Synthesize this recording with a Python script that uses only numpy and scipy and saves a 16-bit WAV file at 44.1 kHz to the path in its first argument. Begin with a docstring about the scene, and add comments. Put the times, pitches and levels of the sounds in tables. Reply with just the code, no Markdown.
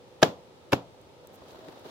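"""Two close, cracking thuds: a heavy hammer hits a leather boot on a workbench in a small room.
Each blow touches the leather, slams the heel onto the bench and cracks as the sole bottoms out,
leaving a low bench ring and a short room tail. Then a hand turns the boot over with soft bumps,
ticks, rustle and a faint squeak. Steady room tone lies under it all."""
import sys
import numpy as np
from scipy import signal
from scipy.fft import rfft, irfft, next_fast_len
from scipy.io import wavfile
from scipy.ndimage import map_coordinates

SR = 44100
rng = np.random.default_rng(int(sys.argv[2]) if len(sys.argv) > 2 else 0)


def dump_mix(stems):
    """Bounce the given channels to the path in sys.argv[1] as a 16-bit WAV at rate SR."""
    frames = np.atleast_2d(stems).T  # one column per channel
    limited = np.clip(frames, -1, 1)  # hard clip at full scale
    pcm = np.round(limited * 32767).astype(np.int16)
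    wavfile.write(sys.argv[1], SR, pcm)


N = 83790

# colour of the room tone: freq_hz, level_db
ROOM_TONE_COLOUR = [(15, -62), (25, -35.5), (70, -8.5), (108, -5), (161, -8), (185, -12), (256, -10.5),
                    (285, -12), (394, -4), (427, -10.5), (489, -1.5), (641, -13), (695, -14.5), (887, -10),
                    (1100, -21), (1290, -16.5), (1480, -24.5), (3620, -24), (16000, -46)]
# colour of the room's tail: freq_hz, level_db
TAIL_COLOUR = [(30, -32), (60, -16), (100, -5.5), (270, 1), (500, -2.5), (800, -6), (1200, -10.5),
               (1900, -17.5), (3600, -16.5), (5000, -23.5), (7300, -27), (8300, -40.5), (13000, -32.5),
               (16000, -40)]
# length of that tail: freq_hz, t60_s
TAIL_DECAY = [(100, 0.3), (260, 0.18), (700, 0.35), (1840, 0.2), (4850, 0.24), (12800, 0.19)]
# stereo width of room and handling: freq_hz, side_over_mid_db
DIFFUSE_WIDTH = [(60, -3.5), (120, -3), (240, -10), (480, -9.5), (950, -1), (1890, 1), (3770, 1), (7520, 1),
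                 (15000, -0.5)]

# fader ride of the rustle: time_s, level_db
RUSTLE_RIDE = [(1.1, -66), (1.3, -59.5), (1.45, -55), (1.55, -51.5), (1.66, -52), (1.74, -51), (1.82, -52),
               (1.862, -47), (1.9, -47)]
# colour of the rustle: freq_hz, level_db
RUSTLE_COLOUR = [(80, -44), (250, 1), (550, 1), (900, -2.5), (1400, -9), (2400, -18), (3800, -13),
                 (8000, -30.5), (16000, -31)]
# the hand sliding on leather: middle_s, level_db, half_length_s
HAND_SLIDES = [(1.347, -60, 0.017), (1.515, -66, .022), (1.703, -68, 0.022), (1.893, -71, 0.031)]
# leather rubbing on the bench: middle_s, level_db, half_length_s
BENCH_RUBS = [(1.497, -58.5, 0.027), (1.885, -61, .025)]
# colour of the rubs: freq_hz, level_db
RUB_COLOUR = [(400, -23), (1500, -12), (3300, 4.5), (5000, -3.5), (9000, -13), (16000, -25)]
# small ticks of the leather: start_s, level_db, decay_s
LEATHER_TICKS = [(0.7313, -33, 0.0027), (0.743, -47.5, 0.0098), (1.013, -59, 0.0034),
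                 (1.2722, -44.5, 0.0013), (1.488, -56, 0.0012), (1.7954, -49.5, 0.00073)]
# bright colour of ticks and slides: freq_hz, level_db
LEATHER_COLOUR = [(500, -22), (3500, -20), (6500, 6.5), (9500, 0.5), (14500, 7.5), (16000, -4)]
# soft bumps of the handled boot: start_s, level_db, pitch_hz, decay_s
BOOT_BUMPS = [(1.248, -45, 586, 0.0033), (1.298, -48, 520, .006), (1.340, -50, 640, .004),
              (1.4195, -35.5, 527, 0.0046), (1.547, -40, 628, .005), (1.6812, -37.5, 190, 0.0027),
              (1.689, -32, 370, 0.0029), (1.774, -46.5, 575, .008), (1.8604, -35, 382, 0.0045)]
# colour of a bump's noise: pitch_ratio, level_db
BUMP_COLOUR = [(.1, -40), (.35, -11), (.7, -2), (1, 0), (1.6, -5), (2.5, -20), (6, -32), (25, -60)]
# colour of the heel tap: freq_hz, level_db
TAP_COLOUR = [(300, -14), (800, -3), (1800, 3), (2800, -8), (4500, -10), (16000, -32)]

# ring of the bench: pitch_hz, level_db, t60_s
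BENCH_MODES = [(120.8, -38.5, 0.36), (177.3, -43, 0.43), (278, -36, 0.25), (494, -37.5, 0.31),
               (698, -42.5, .21)]
# thud of the boot on the bench; where the head lands sets each mode's share:
# pitch_hz, swell_s, first_blow_db, second_blow_db, left_over_right_db
BOOT_MODES = [(157, 0.005, -10, -6, 2), (285, 0.0055, -16, 1.5, 3.5), (356, 0.0039, 1.5, -29, 1),
              (419, 0.003, -14, -0.5, 5.5), (502, 0.0037, -0.5, -9.5, 0), (564, 0.004, -3, 1.8, 5),
              (637, 0.0036, 6.5, -9.5, 5), (720, .0054, -1.5, -1.5, 5), (811, 0.0031, 0.3, 0.5, 1.3),
              (887, 0.0037, -33, -6.5, -5), (1090, 0.0025, -21, -4, -1), (1275, 0.0027, -4.5, -9.5, -8),
              (1466, 0.0027, -4, -6, -1.6), (1658, 0.0037, -4.5, -10.5, -7.5),
              (2265, 0.0021, -12, -6.5, -1), (2660, 0.0016, -17, -4.5, -1)]
# colour of the first touch: freq_hz, level_db
TOUCH_COLOUR = [(80, -27), (300, 1), (700, 2), (1100, 8), (4500, -4), (8000, -12.5), (13000, -11),
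                (16000, -21)]
# colour of the crack: freq_hz, level_db
CRACK_COLOUR = [(300, -45), (800, -16.5), (1640, 0), (1920, -9.5), (2500, -5.5), (3500, 1.5), (4300, -9),
                (5000, -3.5), (5800, -4), (7400, -16), (8100, -32.5), (12500, -23.5), (16000, -27)]
# stereo width of the blows: freq_hz, side_over_mid_db
IMPACT_WIDTH = [(100, -19.5), (300, -29), (600, -6), (1200, -3.5), (3000, -5), (10000, 3)]
# mix of each blow: start_s, thud_db, crack_db, dulling_db_per_octave, touch_db, room_db,
# thump_db, slap_db, bottom_out_delay_s, bottom_out_over_thud_db
HAMMER_BLOWS = [(0.2266, -11, -11, -0.5, -29, -23.5, -32, -10.5, 0.00335, -21),
                (0.7285, -16, -19, 2.5, -27.5, -30, -25.5, -12.5, 0.002166, -5.5)]

SIDES = np.array([[1], [-1]]) / 2  # half to the left, minus half to the right
BENCH_LAG_S = 0.00852  # the bench top gives just after the hit


def amp(db):
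    """Decibels to gain."""
    return 10 ** (np.asarray(db) / 20)


def unit(x):
    """Scale to rms 1."""
    return x / np.sqrt(np.mean(x ** 2) + 1e-20)


def along(points, hz):
    """Read (freq_hz, value) points on a log axis."""
    freqs, values = np.transpose(points)
    return np.interp(np.log(hz + 1), np.log(freqs + 1), values)


def width(points, hz):
    """Stereo angle for a side over mid ratio."""
    return np.arctan(amp(along(points, hz)))


def since(s):
    """Seconds since s, per sample."""
    return np.arange(N) / SR - s


def fade(s, decay_s):
    """Envelope: hard attack at s, then a decay."""
    t = since(s)
    return (t >= 0) * np.exp(-np.abs(t) / decay_s)


def spike(s, rise_s, fall_s):
    """Envelope: climbs to a point at s and dies away."""
    t = since(s)
    return np.exp(-np.abs(t) / np.where(t < 0, rise_s, fall_s))


def swell(s, half_s):
    """Envelope: a smooth rise and fall around s."""
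    return np.exp(-(since(s) / half_s) ** 2)


def wobble(rate_hz):
    """A smooth curve through rate_hz random points a second."""
    knots = rng.standard_normal(int(N * rate_hz / SR) + 4)
    return map_coordinates(knots, [np.arange(N) * rate_hz / SR], mode="nearest")


def filtered(x, response):
    """EQ x with a gain curve over frequency."""
    size = next_fast_len(N + SR // 2)
    return irfft(rfft(x, size) * response(np.fft.rfftfreq(size, 1 / SR)), size)[..., :N]


def noise(colour, spread=DIFFUSE_WIDTH):
    """Coloured stereo noise of rms 1, its width set per frequency."""
    def mid_side_gains(hz):
        angle = width(spread, hz)
        return amp(along(colour, hz)) * [np.cos(angle), np.sin(angle)]
    mid, side = filtered(rng.standard_normal((2, N)), mid_side_gains)
    return unit(np.array([mid + side, mid - side]))


def room_tone(level_db=-53.5):
    """The bed: steady, dark room noise."""
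    return amp(level_db) * noise(ROOM_TONE_COLOUR)


def rustle(grain_db=2, grain_hz=150):
    """The boot turns in the hand: an uneven rustle that builds."""
    ride_db = np.interp(since(0), *np.transpose(RUSTLE_RIDE))
    return amp(ride_db + grain_db * wobble(grain_hz)) * noise(RUSTLE_COLOUR)


def friction(strokes, colour, grain_db=4, grain_hz=330):
    """Leather slides against hand or bench: short swells of grainy noise."""
    return sum(amp(db) * unit(amp(grain_db * wobble(grain_hz))) * noise(colour) * swell(s, half_s)
               for s, db, half_s in strokes)


def squeak(middle_s=1.65, level_db=-47, pitch_hz=640, waver=.006):
    """The rubber sole sticks and slips for a moment: one faint wavering tone."""
    hz = pitch_hz * (1 + waver * wobble(rate_hz=60.3))
    return amp(level_db) * swell(middle_s, half_s=.035) * np.sin(2 * np.pi * np.cumsum(hz) / SR)


def ticks():
    """The leather ticks: tiny bright bursts."""
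    return sum(amp(db) * noise(LEATHER_COLOUR) * fade(s, decay_s) for s, db, decay_s in LEATHER_TICKS)


def heel_tap(start_s=1.6848, level_db=-40.5):
    """The heel is set down with a dry tap."""
    return amp(level_db) * noise(TAP_COLOUR) * fade(start_s, decay_s=0.0023)


def bump(s, pitch_hz, decay_s, puff_db=-5):
    """A soft contact: one short knock in a puff of dull noise."""
    knock = np.sin(2 * np.pi * pitch_hz * since(s)) * fade(s, decay_s)
    puff = noise([(pitch_hz * ratio, db) for ratio, db in BUMP_COLOUR])
    return knock + amp(puff_db) * puff * spike(s, rise_s=0.00076, fall_s=decay_s)


def handling():
    """The quiet foley layer: all the small sounds of the boot."""
    out = rustle() + squeak() + heel_tap()
    for s, db, pitch_hz, decay_s in BOOT_BUMPS:
        out += amp(db) * bump(s, pitch_hz, decay_s)
    return out + ticks() + friction(HAND_SLIDES, LEATHER_COLOUR) + friction(BENCH_RUBS, RUB_COLOUR)


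def room_tail(s, predelay_s=0.0064, early_db=4.5):
    """The room answers as decaying noise: dense early echoes off the clutter, then a short tail."""
    start = s + predelay_s
    hz, t, bands = signal.stft(noise(TAIL_COLOUR), SR, nperseg=256)
    decay_db = -60 * np.maximum(t - start, 0) / along(TAIL_DECAY, hz)[:, None]
    tail = signal.istft(bands * amp(decay_db), SR, nperseg=256)[1][:, :N]
    early_lift = amp(early_db) * fade(start, decay_s=0.0071)
    return tail * ((since(start) >= 0) + early_lift)


def bench_ring(s):
    """The low modes of the bench ring on after the thump."""
    t = np.maximum(since(s + BENCH_LAG_S), 0)
    return sum(amp(db - 60 * t / t60) * np.sin(2 * np.pi * hz * t) for hz, db, t60 in BENCH_MODES)


def bench_thump(s, centre_hz=100):
    """The bench top gives under the blow: one low push, without ring."""
    u = (np.pi * centre_hz * since(s + BENCH_LAG_S)) ** 2
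    return (2 * u - 1) * np.exp(-u)


def first_touch(s, lead_s=.0061):
    """The head meets the leather: a scuff just ahead of the hit."""
    return noise(TOUCH_COLOUR, IMPACT_WIDTH) * spike(s - lead_s, rise_s=.0013, fall_s=0.0082)


def heel_slap(s, pitch_hz=612):
    """The heel meets the bench: one abrupt, quickly damped cycle."""
    return -np.sin(2 * np.pi * pitch_hz * since(s)) * fade(s, decay_s=0.002)


def boot_thud(s, blow):
    """Heavily damped modes start together, build as the sole is squeezed and die fast."""
    out, t = np.zeros((2, N)), np.maximum(since(s), 0)
    for hz, swell_s, *shares_db, pan_db in BOOT_MODES:
        envelope = (t / swell_s * np.exp(1 - t / swell_s)) ** 2
        stereo_phase = SIDES * 2 * width(IMPACT_WIDTH, hz)
        out -= amp(shares_db[blow] + SIDES * pan_db) * envelope * np.sin(2 * np.pi * hz * t - stereo_phase)
    return out


def sole_crack(s, peak_s=0.0047):
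    """The sole bottoms out: a bright burst with a hard start and a sharp peak."""
    envelope = (since(s) >= 0) * spike(s + peak_s, rise_s=0.0021, fall_s=0.002)
    return noise(CRACK_COLOUR, IMPACT_WIDTH) * envelope


def dulled(x, db_per_octave, from_hz=2500, to_hz=7000):
    """A softer contact loses treble; a negative setting brightens."""
    return filtered(x, lambda hz: amp(-db_per_octave * np.log2(np.clip(hz, from_hz, to_hz) / from_hz)))


def hammer():
    """Each blow stacks touch, double thud, slap, thump and crack, answered by bench and room."""
    out = np.zeros((2, N))
    for blow, mix in enumerate(HAMMER_BLOWS):
        s, thud_db, crack_db, dulling, touch_db, room_db, thump_db, slap_db, bottom_s, bottom_db = mix
        out += amp(touch_db) * first_touch(s)
        out += amp(thud_db) * (boot_thud(s, blow) + amp(bottom_db) * boot_thud(s + bottom_s, blow))
        out += amp(slap_db) * heel_slap(s) + amp(thump_db) * bench_thump(s) + bench_ring(s)
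        out += dulled(amp(crack_db) * sole_crack(s) + amp(room_db) * room_tail(s), dulling)
    return out


def scene():
    """Hammer up front, handling behind it, room tone underneath."""
    return hammer() + handling() + room_tone()


def record(dry, low_cut_hz=42, ceiling=.92, top_hz=16100):
    """Output chain: thin the deep bass, soft-clip the peaks, cut the very top."""
    thinned = signal.sosfilt(signal.butter(2, low_cut_hz, "highpass", fs=SR, output="sos"), dry)
    rounded = thinned / (1 + np.abs(thinned / ceiling) ** 6) ** (1 / 6)
    return filtered(rounded, lambda hz: hz < top_hz)


dry = scene()
out = record(dry)
dump_mix(out)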